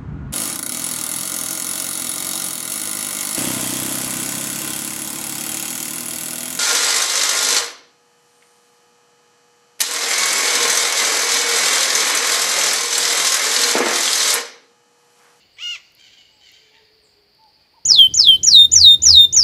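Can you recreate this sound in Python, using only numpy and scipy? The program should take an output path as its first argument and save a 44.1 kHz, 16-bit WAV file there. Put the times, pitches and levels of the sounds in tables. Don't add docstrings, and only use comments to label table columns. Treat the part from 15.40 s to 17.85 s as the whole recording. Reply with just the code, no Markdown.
import sys
import numpy as np
from scipy import signal
from scipy.fft import rfft, irfft
from scipy.io import wavfile

SR = 44100
rng = np.random.default_rng(int(sys.argv[2]) if len(sys.argv) > 2 else 0)


def dump(signal):
    limited = np.clip(np.atleast_2d(signal).T, -1, 1)
    pcm = np.round(limited * 32767).astype(np.int16)
    wavfile.write(sys.argv[1], SR, pcm)


N = 108045
T = np.arange(N) / SR

# f/Hz, level/dB
RUMBLE_SPECTRUM = [(20, -42), (35, -7.5), (55, 0), (110, -0.5), (200, -4.5), (400, -2.5), (800, -5.5),
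                   (1300, -11.5), (2400, -7), (3500, -10), (5500, -29), (7000, -25), (8200, -28),
                   (15500, -23)]
# f/Hz, level/dB
INSECT_SPECTRUM = [(3300, -33), (4000, -11.5), (4450, -1.5), (4750, -1.5), (5100, -9), (5600, -20.5),
                   (6500, -34.5)]
# onset t/s, f/Hz, level/dB, pulse rate/Hz, group rate/Hz
CRICKET_TRILLS = [(2.02, 8770, -83.5, 28, 0), (.8, 9920, -84.5, 25, 5.8)]
# t/s, peak level/dB, centre f/Hz
DRY_TICKS = [(0.5218, -47, 11550), (0.55, -37.5, 11600), (0.602, -45.5, 7900), (1.118, -38, 11500),
             (1.949, -49.5, 9700), (2.039, -41.5, 4020)]
# t/s, f/Hz, level/dB
HOOT_CONTOUR = [(1.1, 424, -74), (1.22, 433.6, -67.5), (1.38, 436, -63.5), (1.58, 428.6, -65.5),
                (1.8, 413.3, -66), (1.92, 405, -76)]
# t/s, f/Hz, level/dB
WHISTLE_CONTOURS = [
    [(.89, 880, -76), (.95, 862, -68.5), (1.03, 817, -67.5)],
    [(1.31, 849, -71), (1.38, 899, -60.5), (1.43, 875, -73)],
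    [(1.975, 850, -89), (1.992, 870, -58), (2.02, 904, -56), (2.062, 860, -53.5), (2.095, 807, -64),
     (2.12, 813, -69)],
    [(2.333, 805, -72), (2.343, 896, -56.5), (2.354, 1096, -64), (2.372, 950, -58), (2.386, 887, -51),
     (2.398, 854, -80)],
]
# t/s, f/Hz, level/dB
CHIP_CONTOURS = [
    [(.11, 8200, -83), (.135, 8050, -67), (.19, 7900, -65.5)],
    [(.925, 7830, -62), (.95, 7600, -72), (.99, 7740, -78)],
    [(1.615, 9580, -75), (1.635, 8420, -62), (1.647, 7530, -59), (1.668, 6800, -67), (1.682, 6300, -84)],
]
# onset t/s, duration/s, mid-call f/Hz, level/dB, roughness, fractional pitch fall/(1/s)
ANSWER_CALLS = [(-.22, 0.17, 738.6, -45.5, 0.43, 0.45), (.576, .12, 767, -44.5, 0.64, 0.99),
                (0.694, 0.072, 807, -45, 0.61, -0.51), (0.763, 0.072, 740.6, -46, 0.17, .6),
                (.996, .13, 749.5, -45, 0.59, 1.1), (1.12, .069, 777, -44, 0.64, 0.83),
                (1.226, .1, 587.6, -51.5, 0.69, 0.544), (1.317, .09, 463.3, -49, 1.23, 0.66),
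                (2.171, .11, 621.5, -63, 0.5, .5)]
# f/Hz, gain/dB
FAR_TRACT = [(700, -32.5), (1400, -35), (1900, -12), (2600, -16), (3050, -15.5), (3500, -14.5),
             (4500, -15.5), (5500, -24), (7200, -19.5), (8200, -41), (10000, -43.5)]
# t/s, fundamental f/Hz, level/dB, roughness
SCREECH_CONTOUR = [(.168, 450, -47, .7), (.182, 500, -43, .5), (.188, 549, -34.5, .4),
                   (.203, 618, -34, .75), (.213, 664, -30, .45), (.226, 714, -27.5, .15),
                   (.258, 715, -25.8, 0), (.284, 707, -25.8, .02), (.31, 720, -25.4, .05),
                   (.338, 684, -26, .14), (.353, 660, -30, .22), (.361, 560, -28, .55),
                   (.368, 500, -35, .6), (.383, 485, -45.5, .6)]
# f/Hz, gain/dB
NEAR_TRACT = [(500, -36), (715, -36.5), (1080, -23.5), (1430, -22), (1700, -27.5), (2130, -17), (2850, -14),
              (3200, -5.5), (3570, -18), (4300, -19.5), (5000, -17.5), (5750, -20), (6450, -18.5),
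              (7200, -25), (7900, -30), (8700, -45.5), (10000, -53.5), (12000, -44), (15000, -44.5)]
# f/Hz, gain/dB
BACKSCATTER = [(700, 18), (1400, 9), (2100, 13), (2850, 0.5), (3600, 11), (7000, 10), (12000, 13)]

NEAR_T60_S, GARDEN_T60_S, TREES_T60_S = 0.15, 0.86, 0.89
FOURTH_DB, ODD_DB, FLUTTER_DB, AIR_DB = 14, -2.5, 2, -13
FULL_VOICE_HZ, DULLING_DB = 734, 14
PITCH_SHAKE, PERIOD_JITTER, SHAKE_PER_S = .018, .005, 450
QUIVER_HZ, QUIVER_DEPTH = 59, 0.013


def undb(db):
    return 10 ** (np.asarray(db) / 20)


def unit(x):
    return x / np.sqrt(np.mean(x ** 2))


def gain_at(hz, response):
    f, db = np.array(response).T
    return undb(np.interp(np.log(hz + 1), np.log(f), db))


def colour(x, response):
    hz = np.arange(N + 1) * SR / (2 * N)
    return irfft(rfft(x, 2 * N) * gain_at(hz, response))[:N]


def wander(per_s):
    knots = np.arange(8192)
    return unit(np.interp(T * per_s, knots, rng.standard_normal(len(knots))))


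def follow(contour):
    times, *columns = np.array(contour).T
    hz, db, *rest = (np.interp(T, times, column) for column in columns)
    return hz, undb(db) * (T > times[0]) * (T < times[-1]), *rest


def foliage(x, t60_s):
    build_up = 1 - np.exp(-T / 0.0059)
    tail = rng.standard_normal(N) * np.exp(-np.log(1000) * T / t60_s) * build_up
    return signal.fftconvolve(x, tail / np.sqrt(np.sum(tail ** 2)))[:len(x)]


def garden():
    insects = unit(colour(rng.standard_normal(N), INSECT_SPECTRUM))
    insects *= undb(-60 + 1.44 * wander(44.88) + 0.16 * wander(2.6))
    rumble = unit(colour(rng.standard_normal(N), RUMBLE_SPECTRUM))
    return insects + rumble * undb(-63 + .5 * wander(5.47))


def crickets():
    out = 0
    for start, hz, db, pulse_hz, group_hz in CRICKET_TRILLS:
        age = np.maximum(T - start, 0)
        pulses = np.sin(np.pi * pulse_hz * age) ** 2 * np.abs(np.cos(np.pi * group_hz * age))
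        gain = undb(db + 2 * wander(20))
        carrier = np.sqrt(2) * np.sin(2 * np.pi * hz * T + .5 * wander(pulse_hz * 10))
        out += gain * pulses * carrier
    return out


def ticks(decay_s=0.00018, skirt_db=-38):
    out = np.zeros(N)
    for start, db, hz in DRY_TICKS:
        burst = rng.standard_normal(N) * (T >= start) * np.exp(-np.abs(T - start) / decay_s)
        click = colour(burst, [(hz / 4, skirt_db), (hz, 0), (hz * 4, skirt_db)])
        out += undb(db) * click / np.abs(click).max()
    return out


def whistle(contour, waver=0.0095):
    hz, gain = follow(contour)
    phase = 2 * np.pi * np.cumsum(hz * (1 + waver * wander(200))) / SR
    return np.sqrt(2) * gain * np.sin(phase)


def other_birds():
    whistles = sum(map(whistle, WHISTLE_CONTOURS))
    chips = sum(map(whistle, CHIP_CONTOURS))
    hoot = whistle(HOOT_CONTOUR, waver=.025) * undb(2.5 * wander(80))
    return (whistles + undb(-10) * foliage(whistles, TREES_T60_S)
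            + undb(-6.5) * chips + undb(-3.5) * foliage(chips, t60_s=0.45)
            + undb(-2) * hoot + undb(-7) * foliage(hoot, TREES_T60_S))


def syrinx(hz, roughness, tract, fourth_db):
    dulling_db = DULLING_DB * np.maximum(np.log2(FULL_VOICE_HZ / hz), 0)
    hz = hz * (1 + PITCH_SHAKE * roughness * wander(SHAKE_PER_S) + PERIOD_JITTER * wander(2000))
    phase = 2 * np.pi * np.cumsum(hz) / SR
    tone = 0
    for k in range(1, 25):
        db = ODD_DB * (k % 2) - dulling_db * np.maximum(np.log2(k * hz / 3000), 0)
        db += fourth_db * (1 - .7 * roughness) if k == 4 else FLUTTER_DB * wander(160)
        tone += undb(db) * gain_at(k * hz, tract) * np.sin(k * phase + rng.uniform(0, 2 * np.pi))
    puffs = rng.standard_normal(N) * (1 + np.cos(phase))
    air = unit(colour(puffs, tract)) * undb(AIR_DB - dulling_db)
    shake = (1 + roughness * wander(SHAKE_PER_S)) / np.sqrt(1 + roughness ** 2)
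    return np.sqrt(2) * tone * shake + np.sqrt(np.abs(roughness)) * air


def far_parrots(arch_depth=0.15, edge_s=.022):
    lead = SR // 2
    calls = np.zeros(2 * N + lead)
    for start, duration, mid_hz, db, roughness, fall in ANSWER_CALLS:
        age = np.minimum(T, duration)
        arch = 1 - arch_depth * (2 * age / duration - 1) ** 4
        quiver = QUIVER_DEPTH * np.cos(2 * np.pi * QUIVER_HZ * T)
        hz = mid_hz * arch * (1 + quiver - fall * (age - duration / 2))
        envelope = np.clip(np.minimum(T, duration - T) / edge_s, 0, 1)
        voice = syrinx(hz, roughness, FAR_TRACT, FOURTH_DB * (1 - roughness / 2))
        onset = lead + int(start * SR)
        calls[onset:onset + N] += undb(db) * envelope * voice
    calls = calls[:N + lead]
    return (calls + foliage(calls, TREES_T60_S))[lead:]


def near_parrot(quiver_crest_s=.26, leaf_stir=.9):
    hz, gain, roughness = follow(SCREECH_CONTOUR)
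    quiver = 1 + QUIVER_DEPTH * np.cos(2 * np.pi * QUIVER_HZ * (T - quiver_crest_s))
    call = gain * syrinx(hz * quiver, roughness, NEAR_TRACT, FOURTH_DB)
    reflected = colour(call, BACKSCATTER)
    blurred = reflected * (1 + leaf_stir * wander(350))
    early_echo = undb(-17) * foliage(reflected, NEAR_T60_S)
    late_echo = undb(-25) * foliage(blurred, GARDEN_T60_S)
    return call + early_echo + late_echo


def scene():
    return (near_parrot() + far_parrots() + other_birds() + ticks() + crickets() + garden())[None]


def record(dry):
    return signal.sosfilt(signal.ellip(10, .2, 80, 15500, fs=SR, output="sos"), dry)


dry = scene()
out = record(dry)
dump(out)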